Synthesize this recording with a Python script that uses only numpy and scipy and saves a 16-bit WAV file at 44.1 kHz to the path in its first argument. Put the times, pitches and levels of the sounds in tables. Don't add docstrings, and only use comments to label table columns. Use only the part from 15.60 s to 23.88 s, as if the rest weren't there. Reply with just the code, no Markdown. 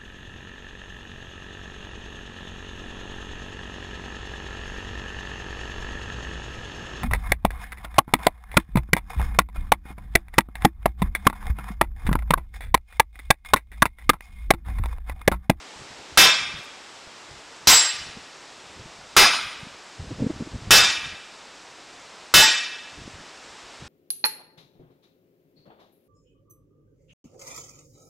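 import sys
import numpy as np
from scipy import signal
from scipy.fft import rfft, irfft, next_fast_len
from scipy.io import wavfile
from scipy.ndimage import uniform_filter1d

SR = 44100
rng = np.random.default_rng(int(sys.argv[2]) if len(sys.argv) > 2 else 0)


def rack_gain(trim_db):
    fader = np.asarray(trim_db, float)
    return 10 ** (fader / 20)


def wav_out(sig):
    wavfile.write(sys.argv[1], SR, np.round(np.clip(np.atleast_2d(sig).T, -1, 1) * 32767).astype(np.int16))


N = 365148


def at_hz(points, hz):
    f, *columns = np.transpose(points)
    return [np.interp(np.log(hz), np.log(f), c) for c in columns]


def in_time(rows):
    return np.interp(np.arange(N) / SR, *np.transpose(rows))


def rms_one(x):
    return x / np.sqrt(np.mean(x ** 2))


def band(x, low_hz, high_hz, order):
    return signal.sosfilt(signal.butter(order, [low_hz, high_hz], "band", fs=SR, output="sos"), x)


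def noise_band(low_hz, high_hz):
    return rms_one(band(rng.standard_normal(N), low_hz, high_hz, order=2))


def low_pass(x, order, cut_hz):
    return signal.sosfilt(signal.butter(order, cut_hz, fs=SR, output="sos"), x)


def bands(low_hz, count, colour=rms_one):
    white = colour(rng.standard_normal((2, next_fast_len(N))))[:, :N]
    edges = low_hz * 2 ** (np.arange(count + 1) / 2)
    for k in range(count):
        low, high = edges[k:k + 2]
        yield np.sqrt(low * high), band(white[k % 2], low, high, order=2)


def drift(rate_hz):
    r = np.exp(-80 * np.pi * rate_hz / SR)
    slow = signal.lfilter([1], [1, -2 * r, r * r], rng.standard_normal(N // 40 + 2002))[2000:]
    return np.interp(np.arange(N) / 40, np.arange(len(slow)), rms_one(slow))


def clicks(times_s, sizes):
    out = np.full(N, 1e-18)
    out[np.round(np.asarray(times_s) * SR).astype(int)] = sizes
    return out


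def dying(x, t60_s):
    return signal.lfilter([1], [1, -rack_gain(-60 / (t60_s * SR))], x)


def ring(x, hz, t60_s):
    r = rack_gain(-60 / (t60_s * SR))
    w = 2 * np.pi * hz / SR
    return signal.lfilter([0, np.sin(w)], [1, -2 * r * np.cos(w), r * r], x)


def swells(rows):
    t = np.arange(N) / SR
    return sum(rack_gain(level_db) * np.exp(-.5 * ((t - s) / spread_s) ** 2) for s, level_db, spread_s in rows)


# (frequency [Hz], density [dB per Hz])
FORGE_SPECTRUM = [(59, -30), (100, -12.5), (192, -7), (340, -1), (420, -1.5), (861, -0.5), (1370, -2),
                  (1490, -2.5), (5870, -7.5), (8950, -16.5), (14200, -102), (15500, -57)]
# (time [s], level [dB])
FORGE_LEVEL = [(0.0, -41.5), (1.5, -43), (3.6, -43.5), (6.0, -44), (8.28, -43)]


def forge():
    out = 0
    for hz, noise in bands(88.6, count=15):
        out = out + rack_gain(at_hz(FORGE_SPECTRUM, hz)[0] + 0.39 * drift(10.0)) * noise
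    return rack_gain(in_time(FORGE_LEVEL) - 1.87) * rms_one(low_pass(out, 4, 11000))


def traffic():
    return rack_gain(-72.5) * noise_band(22, 84)


# (start [s], length [s], level [dB])
GUSTS = [(.17, .08, -53), (.3, .15, -57), (.52, 0.17, -47), (0.798, 0.2, -44), (1.4, .1, -60),
         (1.7, .1, -55), (2.015, .2, -52), (2.35, 0.28, -50.5), (3.01, 0.52, -58), (3.146, 0.11, -44),
         (3.534, 0.13, -59), (3.834, 0.04, -44), (3.95, 0.205, -56), (4.39, 0.524, -40.5),
         (4.92, .39, -40.5), (5.322, 0.24, -48.5), (7.338, 0.27, -50), (7.75, .35, -64), (8.19, .08, -47)]
CALM_DB, GUST_EDGE_S = -73, 0.037


def gust_air():
    now = np.arange(N) / SR
    air = np.full(N, rack_gain(CALM_DB))
    for start_s, length_s, level_db in GUSTS:
        inside_s = np.minimum(now - start_s, start_s + length_s - now)
        air += rack_gain(level_db) * np.clip(inside_s / GUST_EDGE_S + .5, 0, 1)
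    return air


# (time [s], peak [dB], frequency [Hz])
BUFFETS = [(1.469, -45, 61.9), (1.71, -40, 110), (2.569, -32.5, 220), (3.19, -36, 110), (4.03, -33, 162),
           (4.423, -34, 87), (4.446, -34, 167), (4.511, -23.5, 283), (4.584, -29, 165), (4.605, -19.5, 119),
           (4.622, -13, 238), (4.641, -17, 214), (4.664, -13.5, 246), (4.7, -19.5, 320), (4.729, -38, 98),
           (4.804, -21.5, 263), (4.82, -23.5, 215), (4.87, -29, 320), (5.02, -35, 107), (5.046, -39, 132),
           (5.09, -34, 178), (5.135, -26, 70), (7.379, -38, 119), (7.414, -34.5, 110), (8.219, -42, 90)]
# (time [s], peak [dB], frequency [Hz])
SNAPS = [
    (2.555, -38, 80.7),
    (4.069, -29, 190),
    (7.477, -28.5, 270),
    (7.576, -43, 130),
]
BUFFET_SPREAD_S, SNAP_SPREAD_S = 0.00414, 0.0019
TEAR_DB, TEAR_SPREAD_S, GUST_TEAR_DB = -22, 0.0097, -16.5


def buffets():
    out = np.zeros(N)
    half = 1500
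    t = np.arange(-half, half) / SR
    spreads_s = [BUFFET_SPREAD_S] * len(BUFFETS) + [SNAP_SPREAD_S] * len(SNAPS)
    for (s, peak_db, hz), spread_s in zip(BUFFETS + SNAPS, spreads_s):
        low, high = rng.uniform(0, 2 * np.pi, 2)
        swing = np.sin(2 * np.pi * hz * t + low)
        swing += 0.21 * np.sin(2 * np.pi * 1.95 * hz * t + high)
        swing += .5 * np.sin(2 * np.pi * 0.59 * hz * t + high)
        snap = np.exp(-.5 * ((t - 0.55 * spread_s) / 0.00055) ** 2)
        swing += 0.57 * np.sign(np.sin(low)) * snap
        centre = round((s + spread_s) * SR)
        out[centre - half:centre + half] += rack_gain(peak_db - 3) * swing * np.exp(-.5 * (t / spread_s) ** 2)
    return out


def wind():
    air = gust_air()
    rumble = air * rack_gain(6.2 * drift(25) - 6.0) * noise_band(45, 170)
    tears = swells([(s, peak_db + TEAR_DB, TEAR_SPREAD_S) for s, peak_db, hz in BUFFETS])
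    tears = tears + rack_gain(GUST_TEAR_DB) * air
    tearing = tears * rack_gain(3.9 * drift(54)) * noise_band(170, 480)
    return rumble + tearing + buffets()


# (time [s], clang [dB], brightness [dB per octave], decay stretch [ratio])
BLOWS = [
    (.5738, 4, 0., 0.93),
    (2.0719, -0.5, 3.5, 1.16),
    (3.5654, 3, -0.05, 1.05),
    (5.107, 3.5, 0.5, 1.035),
    (6.7396, 3, 2, 1.08),
]
BLOW_S = np.array(BLOWS)[:, 0]
THUD_DB = [14.4, 0.54, 13.5, 10.7, 11]


def thumps():
    thud = ring(clicks(BLOW_S, rack_gain(np.array(THUD_DB))), hz=1325, t60_s=0.015)
    return thud + ring(clicks(BLOW_S, rack_gain(-16.5)), hz=74.6, t60_s=0.17)


def throb(noise, hz, width_hz):
    line = ring(band(noise, hz / 1.05, hz * 1.05, order=2), hz, np.log(1000) / (np.pi * width_hz))
    return line / np.sqrt(2 * uniform_filter1d(line ** 2, size=5000) + 1e-12)


# (frequency [Hz], t60 [s], mean-spot level [dB], along
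# [dB/step], across [dB/step])
STEEL = [(885.0, 0.3, -29.0, 8.0, -2.0), (1002.0, 0.3, -26.0, 0.0, -0.0), (1208.0, 0.88, -27.0, 1.0, 3.0),
         (1332.0, 0.36, -26.0, -0.0, 8.0), (1464.0, 0.36, -16.0, 0.0, 3.0), (1556.0, 0.32, -19.0, -5.0, 6.0),
         (1688.0, 0.32, -16.0, -4.0, -3.0), (1884.0, 0.7, -23.0, -4.0, -5.0),
         (2068.0, 0.88, -29.0, 2.0, -0.0), (2141.0, 0.64, -22.0, -0.0, 3.0),
         (2380.0, 0.84, -22.0, -5.0, 3.0), (2518.0, 0.66, -23.0, 1.0, 4.0),
         (2640.0, 0.9, -23.0, -5.0, -2.0), (2905.0, 0.34, -20.0, 2.0, -1.0),
         (2986.0, 0.82, -24.0, -3.0, -1.0), (3315.0, 0.46, -17.0, -4.0, 2.0),
         (3636.0, 0.56, -15.0, -4.0, -1.0), (3811.0, 0.36, -22.0, 0.0, 4.0),
         (3960.0, 0.36, -22.0, 7.0, -0.0), (4060.0, 0.48, -19.0, -1.0, -4.0),
         (4184.0, 0.54, -29.0, 1.0, 3.0), (4520.0, 0.56, -26.0, 1.0, -7.0), (5026.0, 0.4, -19.0, 3.0, 3.0),
         (4934.0, 0.54, -15.0, -1.0, -3.0), (5394.0, 0.5, -22.0, -3.0, -0.0),
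          (5497.0, 0.56, -18.0, -2.0, -3.0), (6042.0, 0.48, -20.0, -3.0, -2.0),
          (6228.0, 0.52, -24.0, -3.0, -4.0), (6480.0, 0.46, -23.0, -2.0, -2.0),
          (7120.0, 0.48, -22.0, -1.0, -3.0), (7652.0, 0.4, -7.0, 3.0, -10.0),
          (9456.0, 0.44, -29.0, -3.0, 5.0), (9528.0, 0.56, -23.0, 2.0, 0.0),
          (11040.0, 0.66, -43.0, -3.0, -2.0), (13138.0, 0.5, -41.0, 3.0, 2.0),
          (13650.0, 0.44, -44.0, 3.0, 2.0), (14620.0, 0.78, -70.0, 7.0, -0.0)]
# (mean-spot level [dB], along [dB/step], across [dB/step])
STEEL_DIRECT = [(-34.0, 1.0, 4.0), (-25.0, 3.0, 1.0), (-27.0, -0.0, 8.0), (-21.0, 1.0, 6.0),
                (-22.0, -6.0, -1.0), (-23.0, -2.0, 3.0), (-22.0, -8.0, 4.0), (-22.0, -6.0, 6.0),
                (-32.0, 7.0, 6.0), (-20.0, -2.0, 2.0),
                (-25.0, 2.0, 4.0), (-30.0, -3.0, 4.0), (-17.0, -5.0, 4.0), (-37.0, 6.0, 4.0),
                (-20.0, -6.0, 2.0), (-30.0, -5.0, 3.0), (-18.0, -5.0, 4.0), (-27.0, 1.0, 1.0),
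                (-30.0, -1.0, -4.0), (-30.0, -7.0, -7.0), (-28.0, 1.0, 7.0), (-34.0, 1.0, -1.0),
                (-23.0, -3.0, -2.0),
                (-16.0, 1.0, 1.0), (-33.0, -6.0, -2.0), (-19.0, -5.0, 3.0), (-30.0, 5.0, -5.0),
                 (-26.0, 3.0, 0.0), (-25.0, -3.0, -3.0), (-22.0, -7.0, 8.0), (-24.0, -5.0, -11.0),
                 (-37.0, -3.0, 1.0), (-41.0, -2.0, -1.0), (-40.0, -1.0, 3.0), (-42.0, -1.0, -0.0),
                 (-42.0, -2.0, 2.0), (-44.0, -1.0, -1.0)]
LANDING = [(-0.42, 0.4), (1, -0.95), (0.85, 0.78), (-0.66, 0.07), (-1.02, -0.74)]
# (blow [number], frequency [Hz], change [dB])
MODE_CHANGES = [(1, 1464, -3), (1, 2141, 3), (1, 2905, -3), (1, 2986, -4), (1, 3315, 3), (1, 3636, 2),
                (1, 5497, 2), (1, 6042, -3), (1, 7652, 3), (1, 9456, -4), (1, 9528, -4), (1, 11040, -10),
                (1, 13138, -18), (1, 13650, -16), (2, 5497, 3), (2, 11040, -4), (2, 13650, -4), (3, 5394, -4),
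                (3, 7120, -5), (3, 7652, -9), (3, 11040, 3), (4, 2068, -3), (4, 2141, -6), (4, 3315, -3),
                (4, 13138, 4), (5, 3960, -3)]
# (frequency [Hz], direct gain [dB], direct t60 [s], line width [Hz], build-up [s], far echoes [dB])
SCATTER = [(910, 6, 0.3, 29, 0.011, -21.5), (2840, 14.5, 0.28, 17, 0.055, -10),
           (5900, 10.5, 0.34, 26, 0.0061, -20.5), (7500, -2, 0.14, 2.7, 0.036, -63),
           (9400, -18, 0.22, 2.6, 0.011, -23), (14000, -30, .2, 5, .02, -18)]
FAR_T60_S = 1.1


def steel_modes():
    echoes = rng.standard_normal(N)
    spot = np.c_[np.ones(len(LANDING)), LANDING]
    modes = STEEL
    out = 0
    for (hz, t60_s, *echo_db), direct_db in zip(modes, STEEL_DIRECT):
        gain_db, direct_t60_s, width_hz, build_s, far_db = at_hz(SCATTER, hz)
        mode_change_db = np.zeros(len(BLOWS))
        for blow, changed_hz, change_db in MODE_CHANGES:
            if changed_hz == hz:
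                mode_change_db[blow - 1] += change_db
        direct = clicks(BLOW_S, rack_gain(spot @ direct_db + gain_db + mode_change_db))
        out = out + ring(direct, hz, direct_t60_s)
        struck = clicks(BLOW_S, rack_gain(spot @ echo_db + mode_change_db))
        tail = dying(struck, t60_s) + rack_gain(far_db) * dying(struck, FAR_T60_S)
        tail -= dying(struck, build_s * np.log(1000))
        out += tail * throb(echoes, hz, width_hz)
    return out


MINOR_SPACING_HZ, MINOR_WIDTH_HZ, MINOR_DB = 110, 18, 9


def minor_modes(white):
    size = white.shape[1]
    hz = np.arange(size // 2 + 1) * SR / size
    pitches = np.cumsum(rng.uniform(.4, 1.6, 100)) * MINOR_SPACING_HZ
    lines = np.zeros(len(hz))
    for pitch, height in zip(pitches, rng.exponential(1, 100)):
        lines += height / (1 + (2 * (hz - pitch) / MINOR_WIDTH_HZ) ** 2)
    lines[hz < 850] = lines.mean()
    return rms_one(irfft(rfft(white) * np.sqrt(1 + rack_gain(MINOR_DB) ** 2 * lines), size))


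# (time [s], level [dB])
REBOUNDS = [(0.652, -16), (.74, -32), (.915, -46), (.985, -43), (2.135, -24), (2.209, -26.5),
            (2.245, -30.5), (3.635, -36), (3.735, -33), (5.24, -26.5), (5.3, -30), (5.441, -44),
            (5.49, -46), (6.878, -22), (6.91, -38), (7.01, -56)]
# (frequency [Hz], density [dB per Hz])
CLANG = [(59, -60), (100, -19.5), (497, -4), (1220, -4), (3680, -1.5), (4410, -3.5), (7880, -10),
         (9070, -19), (9820, -19), (12000, -60), (15600, -93), (22000, -120)]
# (frequency [Hz], early t60 [s], late t60 [s])
YARD = [(150, 0.19, 0.99), (500, 0.21, 0.43), (1230, 0.26, 0.98), (3600, 0.17, 0.7), (6960, 0.2, 0.59),
        (11000, 0.077, 0.25)]
LATE_DB, WALL_CUT_HZ = -16.5, 8180


def clang():
    rebound_s, rebound_db = np.transpose(REBOUNDS)
    again = dying(clicks(rebound_s, rack_gain(rebound_db)), 0.16)
    out = 0
    for hz, noise in bands(79.7, count=14, colour=minor_modes):
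        early_s, late_s = at_hz(YARD, hz)
        fall = again.copy()
        for s, level_db, tilt_db, stretch in BLOWS:
            start = round(s * SR)
            age_s = np.arange(min(N - start, SR)) / SR / stretch
            strength = rack_gain(level_db + tilt_db * np.log2(hz / 2500))
            decay = rack_gain(-60 * age_s / early_s) + rack_gain(LATE_DB - 60 * age_s / late_s)
            fall[start:start + len(age_s)] += strength * decay
        out = out + rack_gain(at_hz(CLANG, hz)[0] + 2.1 * drift(24)) * fall * noise
    return rack_gain(6.0) * low_pass(out, 6, WALL_CUT_HZ)


# (time [s], level [dB], frequency [Hz], t60 [s])
KNOCKS = [(.635, -12, 780, 0.044), (0.655, -19, 1020, 0.24), (2.1, -9.5, 1060, 0.12),
          (2.128, -12, 794, 0.055), (2.172, -28, 1530, 0.044), (3.632, -12, 823, 0.065),
          (3.646, -10, 1700, 0.039), (3.655, -12.5, 1105, 0.05), (5.182, -19, 1237, 0.14),
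          (6.8, -13, 616, 0.076), (6.824, -14, 883, 0.2), (6.877, -15, 2440, 0.087)]


def knocks():
    return sum(ring(clicks([s], rack_gain(level_db)), hz, t60_s) for s, level_db, hz, t60_s in KNOCKS)


# (time [s], level [dB], spread [s])
FLAKES = [
    (.96, -70, .05),
    (.99, -60, .02),
    (1.045, -53, 0.0099),
]


def flakes():
    return swells(FLAKES) * band(rng.standard_normal(N), 5000, 11500, order=2)


# (time [s], level [dB], spread [s])
UNSTEADY = [
    (2.087, -20.5, 0.0071),
    (2.337, -72, 0.007),
    (6.936, -40, 0.0071),
]


def channel_fizz():
    white = rng.standard_normal(N)
    fizz = band(white, 6200, 7800, order=4) + .6 * band(white, 10900, 13300, order=4)
    return swells(UNSTEADY) * rms_one(fizz) * [[1], [-1]]


def scene():
    struck = thumps() + steel_modes() + clang() + knocks()
    return np.tile(forge() + traffic() + wind() + struck + flakes(), (2, 1))


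def roll_off(x):
    return signal.sosfilt(signal.butter(12, 17070, fs=SR, output="sos"), x)


CLIP_TOP = 0.39


def record(dry):
    clipped = np.clip(dry, -CLIP_TOP, CLIP_TOP)
    cut = signal.sosfiltfilt(signal.cheby2(10, 40, 16500, fs=SR, output="sos"), clipped)
    return roll_off(cut + channel_fizz())


dry = scene()
out = record(dry)
wav_out(out)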